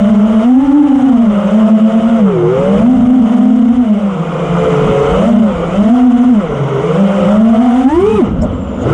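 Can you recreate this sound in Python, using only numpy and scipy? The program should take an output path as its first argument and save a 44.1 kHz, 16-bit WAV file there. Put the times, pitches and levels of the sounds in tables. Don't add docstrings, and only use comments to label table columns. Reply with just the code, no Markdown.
import sys
import numpy as np
from scipy import signal
from scipy.io import wavfile
from scipy.ndimage import uniform_filter1d

SR = 44100
rng = np.random.default_rng(int(sys.argv[2]) if len(sys.argv) > 2 else 0)


def generate_wav(sig):
    pcm = np.round(np.clip(np.atleast_2d(sig).T, -1, 1) * 32767).astype(np.int16)
    wavfile.write(sys.argv[1], SR, pcm)


def volts(x):
    e = np.asarray(x, float) / 20
    return 10 ** e


N = 393813
T = np.arange(N) / SR
STEP = 64
LOADED_HZ = 158.8

# pitch_hz, level_db
CASE_PATH = [(250, -8.5), (700, 9), (1000, 2), (1300, 2), (1600, -18), (2200, -4.5), (3000, -14),
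             (4300, -21), (6500, -18), (8000, -19), (11000, -40)]
# time_s, load_db, speed_unrest_percent
BLADE_LOAD = [(0, 0, 0.37), (.4, 0, 0.35), (.6, -1.8, 0.608), (1.4, 0.6, 0.382), (1.7, 2.5, 0.31),
              (2.3, 0.5, 0.497), (2.8, 0.6, 0.614), (3.1, -2.1, 1.5), (3.35, 0.2, 1.5), (3.65, -3.5, 1.082),
              (4.15, -4, 1.09), (4.7, 0.2, 0.422), (5.2, 1, 0.412), (6.1, 0.7, 0.41), (6.5, 1.35, 0.526),
              (7.5, 2, .5), (8.68, -3.5, 1.6), (8.93, 0.5, .6)]


def evened(x):
    return x / np.sqrt(np.mean(x ** 2) + 1e-20)


def curves(rows):
    s, *columns = np.transpose(rows)
    return np.array([np.interp(T, s, column) for column in columns])


def swells(rows):
    return sum(np.array(db)[:, None] * np.exp(-((T - s) / half) ** 2) for s, half, *db in rows)


def fine(x):
    return np.interp(np.arange(N) / STEP, np.arange(len(x)), x)


def read(spectrum, hz):
    f, level_db = np.transpose(spectrum)
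    return np.interp(np.log(hz + 1), np.log(f), level_db, left=-90, right=-90)


def wander(top_hz):
    margin = 400
    x = rng.standard_normal(len(T[::STEP]) + 2 * margin)
    lowpass = signal.butter(2, top_hz, fs=SR / STEP, output="sos")
    return evened(signal.sosfiltfilt(lowpass, x)[margin:-margin])


def fuzzy(hz, width):
    r = np.exp(-np.pi * width / SR)
    stir = rng.standard_normal(N) + 1j * rng.standard_normal(N)
    band = signal.lfilter([1], [1, -2 * r, r * r], stir)
    carrier = np.exp(2j * np.pi * np.cumsum(hz * np.ones(N)) / SR)
    return evened((band * carrier).real)


def noise(spectrum, size, patchy_db, flicker_db):
    hz = np.fft.rfftfreq(size, 1 / SR)
    frames = 4 * N // size + 5
    real, imaginary, patches = rng.standard_normal((frames, len(hz), 3)).T
    patches = uniform_filter1d(patches, size=6, axis=0)
    patches = evened(uniform_filter1d(patches, size=10, axis=1))
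    flicker = evened(uniform_filter1d(rng.standard_normal(frames), size=4))
    level_db = read(spectrum, hz)[:, None] + patchy_db * patches + flicker_db * flicker
    bins = (real + 1j * imaginary) * volts(level_db)
    return evened(signal.istft(bins, nperseg=size, noverlap=3 * size // 4)[1][:N])


def shafts():
    # start_s, end_s, shaft_speed_reached_hz
    stick_moves = [(0.411, 0.581, 284.6), (.58, .83, 300.6), (.83, 1.112, 264), (1.11, 1.329, 203.4),
                   (1.461, 1.581, 218.4), (1.581, 2.138, 233), (2.16, 2.39, 155), (2.463, 2.627, 186.6),
                   (2.65, 2.779, 206.3), (2.781, 2.9, 257.1), (3.056, 3.28, 250.2), (3.296, 3.601, 256),
                   (3.769, 4.17, 179), (4.199, 4.459, 174.1), (4.598, 5.151, 185.4), (5.156, 5.288, 236.1),
                   (5.381, 5.572, 173), (5.69, 5.93, 250.8), (6.32, 6.481, 156.4), (6.803, 7.021, 199.1),
                   (7.271, 7.602, 248), (7.598, 7.85, 266), (7.86, 8.087, 433.9), (8.089, 8.155, 442),
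                   (8.185, 8.25, 180), (8.25, 8.33, 90), (8.36, 8.47, 106), (8.49, 8.62, 85.05),
                   (8.8, 8.92, 160.2)]
    # time_s, then second, third and fourth motor, each percent_below_lead
    lean = [(0, 5.1, 9.8, 10.5), (.41, 0.075, 3.5, 5.25), (.85, 3, 8.23, 10.9), (1.3, 0.82, 5.66, 9.2),
            (1.77, 0.12, 4.08, 19.7), (2.35, 2.09, 5.5, 24.2), (2.75, 2.1, 10.6, 21.5),
            (3.28, 5.2, 12, 20.1), (3.8, 2.87, 8.1, 8.93), (4.6, 0.59, 2.2, 14.9), (5.03, 0.65, 17.1, 22.7),
            (5.3, 3.55, 12.9, 15.5), (5.57, 2.5, 7.4, 8.5), (6.3, 3.56, 4.4, 5.66), (6.75, 7.95, 14.2, 16),
            (7.0, 0.087, 9.57, 13.4), (8.18, 3.76, 4.6, 5.84), (8.3, 5, 17.7, 26)]
    was = 221.84
    lead = np.full(N, was)
    for start, end, hz in stick_moves:
        lead = lead + (hz - was) * np.clip((T - start) / (end - start), 0, 1)
        was = hz
    lead = uniform_filter1d(lead, size=1500, mode="nearest")
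    return lead * np.vstack([np.ones(N), 1 - curves(lean) / 100])


def rattle_of(lead):
    idle_db_per_octave = 8
    idle_octaves = np.minimum(np.log2(lead / LOADED_HZ), 0)
    return -22.5 + curves(BLADE_LOAD)[0] + idle_db_per_octave * idle_octaves


def motors():
    # multiple_of_shaft_speed, level_against_blade_tone_db
    blade_orders = [(3, 0.5), (6, -23.5), (9, -34.5), (12, -47.5)]
    # multiple_of_shaft_speed, level_against_rattle_db
    motor_orders = [(4, -11.5), (5, -14), (7, -9.5), (14, -9), (42, -20)]
    # imbalance_db, blade_tone_db
    motor_build = [(0, 0.06), (-8, -2.5), (-3.5, 0), (-2, 3)]
    # shaft_speed_hz, level_db
    frame_path = [(50, -36), (110, -22), (150, -21), (185, -18.5), (205, -8), (255, -1.97), (300, -4.5),
                  (480, -12)]
    # pitch_hz, level_against_rattle_db
    arm_path = [(150, 9), (370, 1), (460, 0.5), (560, -1), (660, 1), (710, -0.5), (900, 0.2), (1450, -0.5)]
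    # centre_s, half_length_s, blade_tone_db, shake_db
    manoeuvres = [
        [(1.7, 0.19, 6.5, 3), (2.5, 0.23, 10.5, 5.2), (3.9, 0.3, -1, -2.5), (4.9, 0.38, 0.5, -4.5),
         (6.3, 0.37, -9, 1), (7.1, .2, 3, 2.5), (8.1, 0.095, -8, 3.5), (8.88, .08, 11.5, 5.5)],
        [(0.41, 0.063, -6, -10), (8.12, 0.13, 4.5, -1.5), (1.75, .2, -2, -8.5), (3.45, 0.074, -8.5, -11.5),
         (7.9, .07, 12, 4), (5.9, .25, 1.5, 2), (7.5, 0.25, 3, 4)],
        [(.1, 0.19, -10, -3.5), (1.45, .1, 4, 4), (1.9, 0.4, 0.5, 6), (5.2, 0.39, 5.5, -0.7),
         (6.05, 0.22, -11, -2), (6.8, 0.34, 7.5, 6), (7.8, 0.095, -12, 0.7), (8.6, .2, -7, -0.7)],
        [(2.5, 0.35, 8, 0.8), (8.6, .2, -9, .1), (3.6, .15, -1.5, 8.5), (5.0, 0.22, 2.5, -0.8),
         (5.85, 0.079, 2, 3), (6.55, .2, -13.5, 4.5), (8.1, .12, -2, -10)],
    ]

    speeds, out = shafts(), np.zeros(N)
    rattle_db = rattle_of(speeds[0])[::STEP]
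    load_db, unrest = curves(BLADE_LOAD)[:, ::STEP]
    for hz, (imbalance_db, tone_db), rows in zip(speeds[:, ::STEP], motor_build, manoeuvres):
        bite_db, press_db = swells(rows)[:, ::STEP]
        hz = hz * (1 + abs(unrest) / 100 * wander(top_hz=6))
        octaves = np.log2(hz / 200)

        shake_db = read(frame_path, hz) + imbalance_db + press_db + 0.33 * load_db
        shake_db = shake_db + 3 * wander(top_hz=6.5)
        blade_db = rattle_db + read(arm_path, 3 * hz) + tone_db + 0.8 * load_db + bite_db
        blade_db = blade_db + 2.5 * wander(top_hz=3.5)

        trembling_hz = hz * (1 + 0.002834 * wander(top_hz=31.0))
        turns = np.cumsum(fine(trembling_hz)) / SR + rng.random()
        out += volts(fine(shake_db) + 7.0) * np.sin(2 * np.pi * turns)

        wobble_db = 0.3 * shake_db + 0.7 * rattle_db - 4 + 5 * octaves
        tones = [(2, wobble_db)]
        for k, db in blade_orders:
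            sharper_db = (k > 4) * 13.0 * octaves
            tones.append((k, blade_db + 5.0 + db + sharper_db))
        for k, db in motor_orders:
            tones.append((k, rattle_db + db + read(CASE_PATH, k * hz)))
        for k, level_db in tones:
            loudness = volts(level_db + 0.82 * wander(top_hz=25.6))
            out += fine(loudness) * np.sin(2 * np.pi * (round(k) * turns + rng.random()))
    return out


def whine():
    coil_order = 42
    speeds, out = shafts(), np.zeros(N)
    for hz in speeds:
        path_db = read(CASE_PATH, coil_order * hz)
        out += volts(path_db) * fuzzy(coil_order * hz, width=200)
    return volts(rattle_of(speeds[0]) - 15) * out


def air():
    # pitch_hz, level_per_hz_db
    wind_spectrum = [(20, -22), (40, -8), (62, -7), (72, -2), (85, -10.5), (130, -10.5), (250, -5.5),
                     (400, -32.5)]
    # pitch_hz, level_per_hz_db
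    buffet_spectrum = [(110, -21), (200, -2), (330, -2.5), (500, 4.5), (750, -6), (1000, -29)]
    # pitch_hz, level_per_hz_db
    rattle_spectrum = [(450, -28), (700, -2.5), (1000, 2.5), (1300, 4), (1420, 1.5), (1650, -16),
                       (2000, -43.5)]
    # pitch_hz, level_per_hz_db
    wash_spectrum = [(1300, -19.5), (1500, -2.5), (1650, -5.5), (2150, -0.5), (2300, -5.5), (2600, -7.5),
                     (2950, 0), (3300, -6), (3620, -11), (3950, -19.5), (4400, -34)]
    # pitch_hz, level_per_hz_db
    hiss_spectrum = [(3700, -14.5), (4200, -5.5), (5300, -2), (6600, 0), (8000, -3.5), (9300, -6.5),
                     (10500, -16), (11500, -27), (12500, -31), (14000, -31), (15200, -42.5)]
    # pitch_hz, width_hz, level_db
    mount_modes = [(73.5, 1.7, -40.5), (200, 11, -26.5), (524, 39, -38.5)]
    # centre_s, half_length_s, level_above_wind_db
    gusts = [(0.55, 0.76, 4.5), (2.65, .1, 4), (3.75, 0.098, 9), (4.85, .15, 6), (6.15, .15, 6.5),
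             (5.5, .15, 6.5), (4.4, 0.11, -6.5), (2.95, 0.28, 15.5), (5.17, 0.2, 6), (5.855, 0.15, 7),
             (6.398, .12, 5), (8.08, 0.14, 12.5), (8.407, 0.15, 13.5), (8.592, 0.15, 3.5), (3.9, .4, -5.5),
             (7.4, 0.26, 5.5), (6.6, 0.2, 2.5)]

    lead = shafts()[0]
    octaves = np.log2(np.maximum(lead, 130) / 200)
    wind_db = -27.5 + swells(gusts)[0]
    rattle_db = rattle_of(lead)
    hiss_octaves = np.log2(np.clip(lead, LOADED_HZ, 274) / 200)
    hiss_db = rattle_db - 20.5 + 6.5 * hiss_octaves
    gust_db = 0.14 * fine(wander(top_hz=25))

    wind = volts(wind_db + 5.5) * noise(wind_spectrum, size=4096, patchy_db=4.0, flicker_db=-1.5)
    buffet_db = rattle_db + 3.5 - 12.0 * octaves
    buffet = volts(buffet_db) * noise(buffet_spectrum, size=1024, patchy_db=1.0, flicker_db=1.7)
    rattle = volts(rattle_db + 2.5) * noise(rattle_spectrum, size=1024, patchy_db=1.34, flicker_db=1.0)
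    wash_db = 0.41 * rattle_db + 0.59 * hiss_db + 6.5 + gust_db
    wash = volts(wash_db) * noise(wash_spectrum, size=512, patchy_db=1.2, flicker_db=0.17)

    surge = np.clip(np.gradient(np.log2(lead)) * SR, -3, 3)
    surge_db = 0.3 * uniform_filter1d(surge, size=3000)
    hiss = noise(hiss_spectrum, size=256, patchy_db=1.6, flicker_db=0.2)
    hiss = volts(hiss_db + 2.0 + gust_db + surge_db) * hiss
    dull = signal.sosfiltfilt(signal.butter(4, 7600, fs=SR, output="sos"), hiss)
    hiss = dull + volts(4.3 * octaves) * (hiss - dull)

    mount = sum(volts(db) * fuzzy(hz, width) for hz, width, db in mount_modes)
    return wind + buffet + rattle + wash + hiss + mount


def throttle_cut():
    # time_s, pitch_hz, level_db
    idle_whistle = [
        (8.48, 7060, -82),
        (8.536, 7410, -57),
        (8.8, 7050, -56),
    ]
    # centre_s, pitch_hz, width_hz, length_s, level_db
    catches = [
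        (8.421, 5340, 597, 0.014, -35),
        (8.424, 7420, 880, 0.0096, -30),
        (8.437, 7140, 1500, 0.025, -36),
        (8.42, 9740, 3000, 0.011, -52.5),
        (8.441, 552.4, 200, 0.035, -6.5),
        (8.824, 6900, 900, 0.041, -40),
    ]
    hz, level_db = curves(idle_whistle)
    start, end = idle_whistle[0][0], idle_whistle[-1][0]
    on = np.interp(T, [start - 0.03, start, end, end + 0.03], [0, 1, 1, 0])
    out = on * volts(level_db + 5) * fuzzy(hz, width=170)
    for s, hz, width, length, db in catches:
        burst = np.exp(-((T - s) / length * 2) ** 2)
        out += volts(db) * burst * fuzzy(hz, width)
    return out


def scene():
    return (motors() + whine() + air() + throttle_cut())[None]


def excess_db(x, size, recover_db_per_s, ceiling_db):
    power_db = 10 * np.log10(abs(uniform_filter1d(x[0] ** 2, size=size)) + 1e-12)
    fall = T * recover_db_per_s
    held_db = np.maximum.accumulate(power_db + fall) - fall
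    return np.maximum(held_db - ceiling_db, 0)


def slow_gain(x):
    over_db = excess_db(x, size=3000, recover_db_per_s=12, ceiling_db=-8.5)
    return x / volts(0.56 * uniform_filter1d(over_db, size=2000, mode="nearest"))


def quick_gain(x):
    over_db = excess_db(x, size=300, recover_db_per_s=280.0, ceiling_db=-5.5)
    return x / volts(0.44 * uniform_filter1d(over_db, size=150))


def band_limit(x):
    return signal.sosfilt(signal.butter(12, 15073, fs=SR, output="sos"), x)


def record(dry):
    ducked = quick_gain(slow_gain(dry))
    mix = 1.084 * np.tanh(ducked / 1.193)
    return band_limit(mix)


dry = scene()
out = record(dry)
generate_wav(out)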